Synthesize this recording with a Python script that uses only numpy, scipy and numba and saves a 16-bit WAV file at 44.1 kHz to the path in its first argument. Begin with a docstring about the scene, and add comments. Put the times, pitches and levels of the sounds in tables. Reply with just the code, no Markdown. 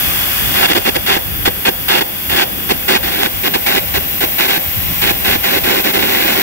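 """A steel workshop: air carbon arc gouging in a seam, close to a phone with two microphone ports.
An air jet hisses all the time, made of coloured noise, and its gusts buffet the ports with rumbling noise.
The arc strikes, roars for a moment and breaks: bursts of fluttering noise with a growl, hiss and sharp spits.
Many breaks bring a dull pop, made of short dying tones. The left port hears the torch a fraction of a
millisecond before the right. The phone evens out the level, rounds loud peaks and cuts the top."""
import sys
import numpy as np
from scipy import signal
from scipy.fft import rfft, irfft, next_fast_len
from scipy.io import wavfile
from scipy.ndimage import uniform_filter1d
from numba import njit

SR = 44100
rng = np.random.default_rng(int(sys.argv[2]) if len(sys.argv) > 2 else 0)


def int16_out(signal):
    """Quantize to a 16-bit WAV file."""
    q = np.round(np.clip(np.atleast_2d(signal).T, -1, 1) * 32767)
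    wavfile.write(sys.argv[1], SR, q.astype(np.int16))


N = 283112  # samples in the scene
SIZE = next_fast_len(N)
HZ = np.maximum(np.fft.rfftfreq(SIZE, 1 / SR), 1)  # frequency of each spectrum bin
# Source levels below stand before the groove, the mix and the phone change them.
# Colour of the top hiss of both arc and jet.
# Each row: frequency in Hz, relative level at the left port in dB, at the right port in dB.
HISS_COLOUR = [(9480, -14, -24), (11120, -8, -14), (12200, -1.5, -3.5), (13000, 0, -2.5),
               (13900, -2.5, -4.5), (15000, -1.5, -5.5), (17000, -1.5, -6)]
HISS_BAND = (11000, 15800)  # Hz
HISS_ALIKE = .6  # share of the hiss that both ports hear alike


def undb(db):
    """Turns a level in dB into a gain."""
    return 10 ** (np.asarray(db) / 20)


def walk(rate):
    """Slow random wobble: about `rate` new levels a second, smoothed twice, with a spread near 1."""
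    hold = int(SR / rate)
    steps = np.repeat(rng.standard_normal(N // hold + 1), hold)
    smooth = uniform_filter1d(uniform_filter1d(steps, hold), hold)
    return 1.3 * smooth[:N]


def curve(table):
    """Joins the rows of a time table with straight lines, giving one value a sample for each column."""
    seconds, *columns = np.transpose(table)
    return [np.interp(np.arange(N) / SR, seconds, column) for column in columns]


def trail(right):
    """Turns the phase of a spectrum, since sound reaches the right port over a longer path."""
    # How far the right port trails the left. Each row: frequency in Hz, lag in radians.
    lag = [(0, 0), (330, .6), (600, 2.5), (1000, 3.4), (1400, 5.2), (2000, 6.6), (2840, 8.9), (4000, 9.3),
           (5170, 9.7), (6370, 14.4), (7750, 22.4), (8790, 22.3), (10600, 28.6), (12200, 31.1),
           (13400, 37.7), (16500, 38.8)]
    return right * np.exp(-1j * np.interp(HZ, *np.transpose(lag)))


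def ports(colour, gain, likeness, band, spits=0):
    """Noise coloured for each port, partly shared; gain 1 gives rms 1 within band, averaged over the ports."""
    # The likeness fades in much of the treble. Each row: frequency in Hz, share of the likeness kept.
    kept_likeness = [(3600, 1), (4800, .55), (10000, .55), (11000, .3), (12600, .5), (13400, 1),
                     (14300, .55)]
    colour_hz, *port_dbs = np.transpose(colour)
    shape = undb([np.interp(np.log(HZ), np.log(colour_hz), db, left=-90, right=-90) for db in port_dbs])
    inside = (HZ > band[0]) & (HZ < band[1])
    shape = shape / np.sqrt(np.mean((shape * inside) ** 2))
    share = np.clip(likeness * np.interp(HZ, *np.transpose(kept_likeness)), 0, 1)
    both, left, right = (rfft(gain * rng.standard_normal(N), SIZE) for _ in range(3))
    both = both + rfft(gain * spits, SIZE)
    left = np.sqrt(share) * both + np.sqrt(1 - share) * left
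    right = np.sqrt(share) * trail(both) + np.sqrt(1 - share) * right
    return irfft(shape * np.array([left, right]), SIZE)[:, :N]


def buffet():
    """Gusts from the jet swell and pass, rumbling on each port mostly on its own."""
    # Each row: time of the peak in seconds, peak level in dB (added to the calm), length in seconds.
    gust_list = [(.07, -34, .08), (.21, -34, 0.082), (0.457, -28, 0.11), (0.944, -29, 0.38),
                 (1.35, -25, 0.26), (1.82, -33, 0.14), (2.318, -29, 0.079), (2.692, -31, 0.16),
                 (3.045, -28, 0.19), (3.377, -26, 0.068), (3.915, -26, 0.24), (4.68, -31, 0.042),
                 (4.776, -22.5, 0.044), (4.876, -24, .08), (5.03, -30.5, 0.15), (5.31, -28, 0.27),
                 (5.627, -30, .15), (6.096, -31, 0.38), (6.37, -31, .06)]
    # Each row: frequency in Hz, relative level at the left port in dB, at the right port in dB.
    rumble_colour = [(20, -36, -24), (35, -8.5, -9), (54, -3, -5), (94, -4.5, -2), (138, -10, -15.5),
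                     (200.5, -10.5, -8)]
    calm_db = -36.5  # rumble between gusts
    t = np.arange(N) / SR
    power = undb(calm_db) ** 2
    for peak_s, peak_db, length_s in gust_list:
        power = power + undb(peak_db) ** 2 * np.exp(-(2 * (t - peak_s) / length_s) ** 2)
    return ports(rumble_colour, np.sqrt(power) * undb(1.3 * walk(18)), 0.12, (30, 140))


def jet():
    """Turbulent air: a low rush, a broad body, a thin edge and a bright top hiss."""
    # Each row: time in seconds, level of the body in dB, level of the top hiss in dB.
    jet_levels = [(0, -24.5, -19.5), (.55, -25, -22), (1.4, -29.5, -22), (2.17, -30, -22.5),
                  (2.81, -30, -23.5), (3.36, -28, -21.5), (4.32, -28, -20), (4.9, -27.5, -20.5),
                  (5.5, -26, -20), (6.42, -24.5, -17.5)]
    # Colours of rush, body and edge.
    # Each row: frequency in Hz, relative level at the left port in dB, at the right port in dB.
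    rush_colour = [(108.5, -21, -10), (159, -4, -2), (298, -6, -5), (444, -19.5, -7), (543, -44, -21)]
    body_colour = [(413, -23, -49), (503, -4, -5.5), (745, 0.5, 1.5), (1230, 3.5, -1), (1440, -2, -4.5),
                   (1800, -1.5, 0), (2570, 1.5, 2.5), (3390, 3.5, 4.5), (4050, -5.5, -15)]
    edge_colour = [(3620, -16, -14), (3770, -6.5, 3.5), (5200, 4, 1), (6600, -3.5, -7), (8280, 4, -5),
                   (10630, 1, -11)]
    rush_db, edge_re_body_db = -34.5, -4
    body_db, hiss_db = curve(jet_levels)
    eddies_db = 0.25 * walk(5.5)
    rush = ports(rush_colour, undb(rush_db + 2.0 * walk(11)), 0.39, (150, 500))
    body = ports(body_colour, undb(body_db + eddies_db), .62, (1300, 3500))
    edge = ports(edge_colour, undb(body_db + edge_re_body_db + eddies_db), .5, (4000, 9500))
    hiss = ports(HISS_COLOUR, undb(hiss_db + 0.32 * walk(26.5)), HISS_ALIKE, HISS_BAND)
    return rush + body + edge + hiss


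def pops():
    """The gas pocket collapses as the arc breaks and the groove rings briefly."""
    # Each row: time in seconds, level of the blow in dB.
    pop_blows = [(0.716,-6), (0.898,-16), (0.97,-6), (1.167,-4), (1.478,3), (1.687,-3), (2.022,-7),
                 (2.72,-6.5), (3.268,-8.5), (3.561,-6.5), (4.239,-5), (4.578,-10), (5.11,-5), (5.357,-6),
                 (5.675,-9), (5.799,-7), (5.969,-9)]
    # Tones of the ring. Each row: frequency in Hz, level in dB, time to fall by 60 dB in seconds.
    pop_tones = [(349, -6, 0.042), (494, -9, 0.048), (790, 0.5, 0.023)]
    left_db = -4  # left port compared with the right
    blows = np.zeros(N)
    for s, db in pop_blows:
        blows[int(s * SR)] = undb(db)
    t = np.arange(SR // 10) / SR
    ring = 0
    for hz, db, t60 in pop_tones:
        ring = ring + undb(db) * np.sin(2 * np.pi * hz * t) * np.exp(-np.log(1000) * t / t60)
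    # the minus sign makes each pop start with a dip in pressure
    pop = rfft(signal.fftconvolve(blows, -ring)[:N], SIZE)
    return irfft(np.array([undb(left_db) * pop, trail(pop)]), SIZE)[:, :N]


def ringing_power(gain, t60):
    """Stores the power of a gain curve and lets it die away, by 60 dB in t60 seconds."""
    keep = np.exp(-2 * np.log(1000) / (t60 * SR))
    return signal.lfilter([1 - keep], [1, -keep], gain ** 2)


def boom(roar, t60, level_db):
    """The hollow steel work stores some of the roar and lets it die away slowly."""
    # Each row: frequency in Hz, relative level at the left port in dB, at the right port in dB.
    hollow_colour = [(420, -35, -23), (504, 1, -1), (840, -1, 0.5), (1030, -14, -5), (1300, -32, -19)]
    stored = np.sqrt(ringing_power(roar, t60))
    return ports(hollow_colour, undb(level_db) * stored, 0.8, (500, 950))


def burning(tail_t60, build_s, flare_db, flare_s):
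    """Gains of roar, growl and top hiss: on at each strike, off at each break, a short ring of the site after."""
    # Each row: strike in seconds, break in seconds, level of the roar in dB, drift of the roar from
    # strike to break in dB, level of the low growl compared with the roar in dB.
    burns = [(0.539, 0.667, -19, 11, -8.5), (0.678, 0.726, -18, 11, -2.5), (0.729, 0.735, -18.5, 47, 4),
             (0.748, 0.787, -14, 1, -1), (0.849, 0.899, -16.5, 4.5, -0.5), (0.943, 0.97, -16.5, 15, 4),
             (1.063, 1.179, -15, 1, -9.5), (1.453, 1.49, -16, -2.5, -2.5), (1.651, 1.699, -14, -3, -3.5),
             (1.882, 2.003, -16, 1.5, -6.5), (2.007, 2.026, -14, 2, -3), (2.295, 2.366, -21.5, -3, -3.5),
             (2.361, 2.443, -15.5, 2.5, -7.5), (2.69, 2.725, -16.5, 5, -1.5), (2.88, 2.978, -16, 2.5, -4),
             (3.029, 3.112, -21.5, -3, -5.5), (3.113, 3.276, -21.5, 5.5, -6), (3.434, 3.484, -17, 8, 1),
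             (3.537, 3.564, -14, 1, -2.5), (3.663, 3.796, -16, -0.5, -5.5), (3.939, 3.984, -16.5, 3, -2.5),
             (4.206, 4.251, -17, 0, -3), (4.383, 4.471, -18, -1, -6), (4.478, 4.58, -17.5, 3, -6),
             (5.016, 5.119, -17, 2, -8.5), (5.246, 5.366, -17, -0.5, -6), (5.434, 5.5, -16.5, 3, -3.5),
             (5.502, 5.591, -17, 0, -2), (5.635, 5.812, -17.5, 0, -2.5), (5.837, 5.916, -17, -4, 0.5),
             (5.934, 5.982, -16.5, 3, -0.5), (5.987, 6.43, -17, 2.5, -2.5)]
    # a burn starts a little under its level, swells, and sags just before the break
    strike_db, swell_s, sag_db, sag_s = -3, 0.0054, -4.5, 0.0057
    arc_hiss_db = -24  # alike in all burns once the flare has settled
    edge_s = .004  # softens each start and stop
    gains = np.zeros((3, N))
    for strike, stop, level_db, drift_db, growl_db in burns:
        i, j = int(strike * SR), min(int(stop * SR), N)
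        since = np.arange(j - i) / SR
        roar_db = level_db + drift_db * np.linspace(-.5, .5, j - i)
        roar_db = roar_db + strike_db * np.exp(-since / swell_s)
        roar_db = roar_db + sag_db * np.exp((since + strike - stop) / sag_s)
        # the top hiss flares at the strike and settles
        hiss_db = arc_hiss_db + flare_db * np.exp(-since / flare_s)
        gains[:, i:j] = undb([roar_db, roar_db + growl_db, hiss_db])
    # the growl builds up as the melt pool grows, but stops with the arc
    slow = np.exp(-1 / (build_s * SR))
    built_up = signal.lfilter([1 - slow], [1, -slow], gains[1])
    gains[1] = np.minimum(gains[1], built_up)
    gains = uniform_filter1d(gains, int(edge_s * SR), axis=1)
    ring = ringing_power(gains, tail_t60)
    return np.sqrt(gains ** 2 + undb(-11.0) ** 2 * ring)


def arc():
    """The arc wanders, so its roar flutters from one millisecond to the next, and it spits droplets of steel."""
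    # Colours of roar and growl.
    # Each row: frequency in Hz, relative level at the left port in dB, at the right port in dB.
    roar_colour = [(640, -44, -47), (640, -4.5, 0), (880, 5.5, 4), (1205, -3, -11.5), (1560, -4.5, 1),
                   (2230, -2.5, 0), (2510, -4.5, 2), (3530, 0, -2), (4360, -6.5, -6.5), (5720, -12, -11),
                   (6200, -14, -36.5), (8200, -12, -15.5), (10400, -23, -23)]
    growl_colour = [(116, -32, -21), (188, -6.5, -2.5), (280, -7.5, -1.5), (409, -11, 6.5), (434, -18, -9),
                    (562, -6.5, -3.5), (696, -32, -64)]
    roar, growl, hiss = burning(tail_t60=0.13, build_s=0.01, flare_db=2.0, flare_s=0.015)
    sputter_db = 0.9 * walk(60) + 0.8 * walk(20)
    # sharp clicks at random moments, about 700 a second, heard while the roar is on
    spit_sizes = undb(9 + 3 * rng.exponential(size=N))
    spits = -spit_sizes * (rng.random(N) < 700 / SR)
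    roar_gain = roar * undb(sputter_db + 0.97 * walk(500))
    growl_gain = growl * undb(sputter_db + 0.74 * walk(45))
    hiss_gain = hiss * undb(2.1 * walk(90))
    return (ports(roar_colour, roar_gain, .8, (1300, 3500), spits)
            + ports(growl_colour, growl_gain, 0.67, (200, 600))
            + ports(HISS_COLOUR, hiss_gain, HISS_ALIKE, HISS_BAND)
            + boom(roar, t60=0.63, level_db=-11))


def groove(torch):
    """Groove and nearby surfaces add peaks and dips, which blend into others as the torch moves on."""
    # Each row: frequency in Hz, width in Hz, left port before the move in dB, right before in dB,
    # left after the move in dB, right after in dB.
    path_colour = [(505, 34, 3, 4.5, 4, 2.5), (593, 48, 4, 1, -3, 5.5), (772, 135, 2, 3, 0.5, 3.5),
                   (924, 69, -14.5, -0.5, -12.5, -4), (1250, 133, -3, -15.5, -6.5, -10.5),
                   (1675, 510, 4.5, -2.5, 0.5, -1.5), (1806, 56, -6, -9.5, -4.5, -9),
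                   (2030, 100, -1.5, -3.5, -1, 2), (2380, 250, -2.5, -4, -0.5, -2),
                   (2474, 73, 7, 1.5, 1.5, 2.5), (2760, 84, -4.5, 5, 4.5, 0.5),
                   (3150, 82, 0.5, -14, -4, -12.5), (3460, 200, 3, 5, -1, -1.5), (3950, 250, -5, -7, 0, 0),
                   (4750, 600, 2, -1, -1, -2), (5550, 400, -4, -3, -1, -3), (6800, 1500, 0, 4, 0.5, 2.5),
                   (8550, 700, -4, -7, -4, -6), (10500, 1200, 1, 0, -2.5, -2.5),
                   (12400, 900, 0, 1.5, -0.5, -1), (13350, 450, -1, 0, 3, 1),
                   (14400, 900, -0.5, 0, 0, -2.5), (15300, 500, 0, 0, 2, 1.5)]
    # The torch moves along the seam between these times: start in seconds, end in seconds.
    move_times = (2.5, 3.8)
    db = 0
    for hz, width, *dbs in path_colour:
        bump = np.exp(-.5 * ((HZ - hz) / (width / 2)) ** 2)
        db = db + np.outer(dbs, bump)
    filters = undb(db).reshape(2, 2, -1)  # before or after, then left or right
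    before, after = irfft(filters * rfft(torch, SIZE), SIZE)[..., :N]
    moved = np.interp(np.arange(N) / SR, move_times, [0, 1])
    return (1 - moved) * before + moved * after


def scene():
    """Arc and jet sound through the groove, while gusts and pops are added directly."""
    torch = groove(arc() + jet())
    return undb(-0.2) * (torch + buffet()) + pops()


@njit
def settle(goal, down, up):
    """Follows its goal at one speed downwards and at another upwards."""
    followed, level = np.empty(len(goal)), goal[0]
    for i in range(len(goal)):
        level += (goal[i] - level) * (down if goal[i] < level else up)
        followed[i] = level
    return followed


def record(dry):
    """The phone pulls the level towards an aim, down quickly and up slowly, rounds peaks and cuts the top."""
    aim_db, pull, most_db = -11.5, 0.83, 7  # pull: share of the gap made up; most_db: greatest boost
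    down_s, up_s = 0.076, 0.58
    top_hz = 15710
    power = uniform_filter1d(np.mean(dry ** 2, axis=0), SR // 50)
    heard_db = 10 * np.log10(power + 1e-12)
    goal_db = np.minimum(pull * (aim_db - heard_db), most_db)
    gain_db = settle(goal_db, 1 / (down_s * SR), 1 / (up_s * SR))
    loud = dry * undb(gain_db)
    rounded = loud / (1 + loud ** 4) ** (1 / 4)
    top_cut = signal.ellip(14, .2, 80, top_hz, fs=SR, output="sos")
    return signal.sosfilt(top_cut, rounded)


dry = scene()
out = record(dry)
int16_out(out)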